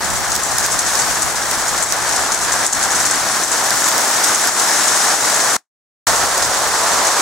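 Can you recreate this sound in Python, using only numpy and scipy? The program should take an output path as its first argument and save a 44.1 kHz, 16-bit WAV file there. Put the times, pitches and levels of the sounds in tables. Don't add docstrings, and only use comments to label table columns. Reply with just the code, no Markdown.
import sys
import numpy as np
from scipy import signal
from scipy.fft import rfft, irfft, next_fast_len
from scipy.io import wavfile

SR = 44100
rng = np.random.default_rng(int(sys.argv[2]) if len(sys.argv) > 2 else 0)


def wav_out(sig):
    wavfile.write(sys.argv[1], SR, np.round(np.clip(np.atleast_2d(sig).T, -1, 1) * 32767).astype(np.int16))


N = 317961
TIME = np.arange(N) / SR
STOP_S, RETURN_S = 5.567, 6.068

# t/s, roof level/dB, patter level/dB
HAILFALL = [(0, -22.2, -24), (.5, -22.5, -23), (1.0, -22.5, -21), (1.35, -22, -22.5), (2.2, -20.5, -21.5),
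            (3.3, -20, -20), (4.1, -19, -18), (4.8, -18.5, -16.5), (5.55, -18.5, -18), (6.08, -17.5, -18.5),
            (6.5, -19.1, -21), (7.2, -15.5, -17.5)]
# centre t/s, half-duration/s, level change/dB
SHOWERS = [(0.647, 0.035, 4.5), (.88, .05, 1.4), (0.975, 0.13, 2.5), (1.095, 0.06, 3.5), (1.52, 0.049, 2.5),
           (2.198, 0.11, 1), (2.575, 0.26, 0.9), (2.978, .18, 1), (3.906, 0.15, 0.3), (4.29, 0.1, 0.9),
           (4.46, 0.056, -0.5), (4.664, 0.14, 0), (5.063, 0.11, 1.1), (6.213, .07, 1)]
# start t/s, duration/s, depth/dB
LEVEL_DIPS = [(1.326, 0.058, 1), (1.834, 0.079, 3), (2.347, 0.064, 2), (2.662, 0.088, 5.5),
              (3.436, 0.076, 4), (4.343, .06, 2.5), (4.498, 0.072, 4.5), (5.149, 0.069, 2.5),
              (6.26, 0.052, 2), (7.086, 0.11, 1.5)]
# f/Hz, coefficient (-1 to 1)
COHERENCE = [(60, -0.32), (130, 0.19), (290, 0.98), (700, 0.89), (1500, .8), (2800, 0.4), (4500, 0.37),
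             (6500, 0.56), (8200, 0.21), (10000, -0.13), (11200, -0.36), (14000, 0.18), (16000, -.05)]
# f/Hz, level/dB
ROOF_SPECTRUM = [(60, -32.5), (130, -10.5), (170, -20), (260, -8), (520, -7), (680, -1), (850, 0),
                 (1250, -0.5), (1750, -1), (2200, -8.5), (2800, -17.5), (4500, -12.5), (9000, -59)]
# f/Hz, level/dB
ROOF_GARDEN_SPECTRUM = [(60, -37), (150, -22.5), (260, -13), (400, -7.5), (660, -0.5), (1000, 0.5),
                        (1400, -1.5), (1800, -4), (2200, -10), (2800, -17), (4500, -11), (9000, -30)]
# f/Hz, width/Hz, relative level/dB
ROOF_MODES = [(128, 9.1, -61.5), (196.5, 52, -45), (805, 31, -46)]
# f/Hz, level/dB
EAVES_SPECTRUM = [(40, -24), (85, -7), (125, 8), (175, -16), (300, -18.5), (700, -52)]
# f/Hz, level/dB
PATTER_SPECTRUM = [(700, -23.5), (2000, -10.5), (2900, -9.5), (3900, -6.5), (4500, -6.5), (5500, -0.5),
                   (6600, 0), (7800, -1.5), (9000, -4), (11000, -8), (13000, -20), (16000, -29)]
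# f/Hz, level/dB
SPRAY_SPECTRUM = [(3000, -24.5), (8000, -17.5), (12000, 9), (14000, 3), (16000, 5.5)]
# t/s, level relative to the patter/dB
SPRAY_SHARE = [(0, -18.5), (.62, -11), (.85, -15), (1.5, -12), (2.2, -17), (3.2, -15.5), (4, -9.5),
               (4.8, -15), (6.1, -13), (7.2, -18)]
# f/Hz, level/dB
GUTTER_SPECTRUM = [(2000, -23.5), (4000, -11), (5300, -8.5), (6400, 2), (7900, 0.5), (9200, -4.5),
                   (11000, -12.5), (16000, -42)]
# f/Hz, level/dB
WIND_SPECTRUM = [(15, -9.5), (35, 0), (70, 4.5), (110, 1), (180, -2), (300, -11), (700, -16)]
# t/s, level/dB
BREEZE = [(0, -29), (.35, -32.5), (2.4, -34.5), (3.5, -39), (4.4, -49), (5.55, -56), (6.08, -31.5),
          (7.2, -38)]
# t/s, f/Hz, level/dB
PINGS = [(1.019, 4600, -20), (6.425, 5080, -18)]
# t/s, level/dB, resonance f/Hz, left minus right/dB
SKITTERS = [(0.3174, -15.5, 6170, 4.5), (0.4326, -17, 7920, 5), (.641, -18, 5580, 0),
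            (0.718, -16.5, 7500, 4.5), (.789, -12, 6760, 2.5), (0.862, -20, 6380, 4),
            (0.9898, -15, 6440, .5), (1.0188, -20, 6600, 4.5), (1.1476, -20.5, 6500, 4),
            (1.22, -14.5, 8200, 5), (1.679, -16.5, 7770, 0), (1.7763, -16.5, 5790, 2),
            (1.825, -14.5, 7710, 5.5), (2.1216, -19, 6380, 5.5), (2.16, -15.5, 6070, 4),
            (2.318, -15.5, 6340, 4), (2.342, -16, 7260, 4), (2.519, -18.5, 5530, 4.5),
            (2.6615, -13, 7950, 3), (2.7266, -15.5, 7190, 5.5), (2.827, -14.5, 7170, 4),
            (2.9123, -20, 6740, 4), (2.948, -19, 6350, -2), (3.001, -15, 6730, 1), (3.051, -16, 7150, 4),
            (3.1096, -13.5, 7330, 5), (3.434, -17, 6400, 6), (3.5154, -15.5, 6290, 4),
            (3.8401, -14.5, 6720, 6), (4.2394, -13.5, 7320, -2.5), (4.3454, -13, 6950, -1),
            (4.5949, -14, 6190, 3), (4.88, -12.5, 6410, 5), (6.4233, -16.5, 4990, -1.5),
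            (7.0676, -16, 6700, 4)]
# t/s, level/dB, left minus right/dB
CRACKS = [(.3535, -13, -7), (0.363, -12, 2), (.5838, -8.5, -4), (0.595, -17, 0), (.662, -15.5, -3),
          (.954, -10, -5), (1.512, -13, -3), (1.923, -9, -5), (3.706, -10, -4.5), (3.885, -14, -9),
          (3.98, -10.5, -4.5), (4.244, -12, -5), (4.473, -12, -4), (5.3, -16, -4.5), (6.378, -13, -1)]
# f/Hz, level/dB
CRACK_SPECTRUM = [(300, -22), (1500, -26), (3000, -10), (5000, 5.5), (7000, 5.5), (11000, 0), (16000, -8.5)]


def amp(db):
    return 10 ** (np.asarray(db) / 20)


def unit(x):
    return x / np.sqrt(np.mean(x ** 2) + 1e-20)


def curve(rows, column=1):
    rows = np.vstack(rows)
    return np.interp(TIME, rows[:, 0], rows[:, column])


def spectrum_at(points, hz):
    f, value = np.transpose(points)
    return np.interp(np.log(hz + 1), np.log(f), value)


def pan(pair, lean_db):
    return np.array([pair[0] * amp(lean_db / 2), pair[1] * amp(-lean_db / 2)])


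def add(mix, start_s, sound):
    part = mix[:, round(start_s * SR):][:, :sound.shape[1]]
    part += sound[:, :part.shape[1]]


def binaural(pair, response):
    size = next_fast_len(pair.shape[1])
    hz = np.fft.rfftfreq(size, 1 / SR)
    first, second = rfft(pair, size)
    coherence = np.clip(spectrum_at(COHERENCE, hz), -1, 1)
    mid, side = first * np.sqrt(1 + coherence), second * np.sqrt(1 - coherence)
    ears = np.array([mid + side, mid - side]) * response(hz)
    return unit(irfft(ears, size)[:, :pair.shape[1]])


def coloured(pair, spectrum):
    return binaural(pair, lambda hz: amp(spectrum_at(spectrum, hz)))


def resonance(hz, centre, width):
    return 1j * hz * width / (centre ** 2 - hz ** 2 + 1j * hz * width)


def flurry(rate_hz):
    hz = np.arange(N // 2 + 1) * SR / N
    band = hz ** 2 / (hz ** 2 + rate_hz ** 2 / 20) / (1 + (hz / rate_hz) ** 2)
    return unit(irfft(rfft(rng.standard_normal(N)) * band, N))


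def impacts(per_s, spread_db, ring_s, tail_db, tail_s, spots=8):
    chance, spot = rng.random(N), rng.integers(0, spots, N)
    sizes = np.minimum(rng.exponential(1, N), 3)
    blows = (chance < per_s / SR) * amp(spread_db * sizes) * rng.choice([-1, 1], N) / np.sqrt(per_s)
    t = TIME[:SR // 14]
    decay = np.exp(-t / ring_s) + amp(tail_db) * np.exp(-t / tail_s)
    spectra = rfft(rng.standard_normal((spots, 2, len(t))) * decay)
    spectra /= np.sqrt(np.mean(abs(spectra) ** 2, axis=0))
    rings = np.roll(irfft(spectra), SR // 200, axis=-1)
    struck = (signal.oaconvolve((blows * (spot == k))[None], rings[k], axes=1) for k in range(spots))
    return unit(sum(struck)[:, :N])


def showers():
    return sum(db * np.cos(np.pi * np.clip((TIME - centre) / (2 * half), -.5, .5)) ** 4
               for centre, half, db in SHOWERS)


def level_dips(onset_s=.012, recovery_s=.035):
    return sum(db * np.clip(np.minimum((TIME - s) / onset_s, (s + length - TIME) / recovery_s) + .5, 0, 1)
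               for s, length, db in LEVEL_DIPS)


def hail_lean():
    return np.where(TIME < RETURN_S, 2, -.2)


def roof():
    blows = impacts(per_s=6500, spread_db=2.6, ring_s=.0012, tail_db=-16, tail_s=.009, spots=18)
    modes = sum(amp(db + 14.5) * binaural(blows, lambda hz: resonance(hz, f, width) ** 2)
                for f, width, db in ROOF_MODES)
    facing_garden = coloured(blows, ROOF_GARDEN_SPECTRUM) + .46 * modes
    drum = np.where(TIME < RETURN_S, coloured(blows, ROOF_SPECTRUM) + modes, facing_garden)
    level_db = curve(HAILFALL) + showers() - level_dips() + .4 * flurry(rate_hz=14)
    boom = coloured(rng.standard_normal((2, N)), EAVES_SPECTRUM) * amp(-51.5)
    return pan(drum, .4 * hail_lean() + .4) * amp(level_db) + boom


def patter_level():
    return curve(HAILFALL, column=2) + showers() - .94 * level_dips()


def patter():
    fall_db = curve(HAILFALL, column=2)
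    density = amp(.8 * (fall_db - fall_db.mean())) ** 2
    far = impacts(per_s=5000 * density, spread_db=1, ring_s=.00038, tail_db=-9.5, tail_s=.0039)
    near = impacts(per_s=520 * density, spread_db=4, ring_s=.0003, tail_db=-3.5, tail_s=.007)
    chips = impacts(per_s=1050 * density, spread_db=3.5, ring_s=.0007, tail_db=-16, tail_s=.0044)
    bounces = impacts(per_s=80 * density, spread_db=5, ring_s=.0021, tail_db=6, tail_s=.029)
    lean_db = hail_lean()
    leaves = pan(coloured(unit(far + amp(-7) * near), PATTER_SPECTRUM), lean_db + .3)
    rattle = pan(coloured(bounces, GUTTER_SPECTRUM), 1.6 * lean_db + .87) * amp(-7)
    spray = pan(coloured(unit(chips + amp(-9) * near), SPRAY_SPECTRUM), .6 * lean_db - 2.5)
    level_db = patter_level() + .45 * flurry(rate_hz=16)
    return (leaves + rattle + spray * amp(curve(SPRAY_SHARE))) * amp(level_db)


def wind(side_db=5):
    gusts_db = 3.5 * np.tanh(flurry(rate_hz=9))
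    air = coloured(rng.standard_normal((2, N)), WIND_SPECTRUM)
    mid = air.mean(axis=0)
    return (mid + (air - mid) * amp(side_db)) * amp(curve(BREEZE) + gusts_db - level_dips())


def ping(hz):
    t = TIME[:SR // 20]
    tone = np.sin(2 * np.pi * (hz * t + rng.uniform(0, .18, (2, 1))))
    return tone * np.exp(-t / .011) * (1 - np.exp(-t / .00028))


def skitter(ring_hz, t60_s=.14, hops_per_s=420, width_hz=4400):
    t = TIME[:SR // 6]
    hops = (rng.random(len(t)) < hops_per_s / SR) * rng.uniform(.4, 1, len(t))
    bounces = signal.lfilter([1], [1, -np.exp(-1 / (.00064 * SR))], hops)
    contact = .2 + .63 * np.exp(-t / .005) + .86 * bounces
    envelope = contact * amp(-60 * t / t60_s) * (1 - np.exp(-t / .0012))
    noise = rng.standard_normal((2, len(t))) * envelope
    sound = binaural(
        noise, lambda hz: resonance(hz, ring_hz, width_hz) * amp(.61 * spectrum_at(GUTTER_SPECTRUM, hz)))
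    return sound / np.sqrt(np.mean(sound[:, :SR // 200] ** 2))


def crack():
    t = TIME[:SR // 20]
    envelope = np.exp(-t / .0014) + amp(-14) * np.exp(-t / .007)
    sound = coloured(rng.standard_normal((2, len(t))) * envelope, CRACK_SPECTRUM)
    return sound / np.sqrt(np.mean(sound[:, :SR // 500] ** 2))


def gutter():
    close, faint = np.zeros((2, N)), np.zeros((2, N))
    for s, db, ring_hz, lean_db in SKITTERS:
        add(close, s, pan(skitter(ring_hz), lean_db) * amp(db))
    for s, db, lean_db in CRACKS:
        add(close, s, pan(crack(), lean_db) * amp(db))
    for s, hz, db in PINGS:
        add(close, s, ping(hz) * amp(db))
    for when, pitch, softness in rng.random(size=(400, 3)):
        add(faint, when * TIME[-1], ping(4200 + 4800 * pitch) * amp(-9 * softness))
    return close + pan(faint, 2.5) * amp(patter_level() - 3)


def scene():
    return roof() + patter() + gutter() + wind()


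def record(dry, ceiling=.9, cutoff_hz=15850):
    dying = amp(-18) * np.exp(-np.maximum(TIME - STOP_S, 0) / .015)
    since_return = np.maximum(TIME - RETURN_S, 0)
    returning = (1 + .71 * np.exp(-since_return / .03)) * (1 - np.exp(-since_return / .0014))
    gain = np.select([TIME < STOP_S, TIME < RETURN_S], [1, dying], returning)
    low_pass = signal.firwin(511, cutoff_hz, window=("kaiser", 8), fs=SR)
    return signal.oaconvolve(np.clip(dry * gain, -ceiling, ceiling), low_pass[None], "same", axes=1)


dry = scene()
out = record(dry)
wav_out(out)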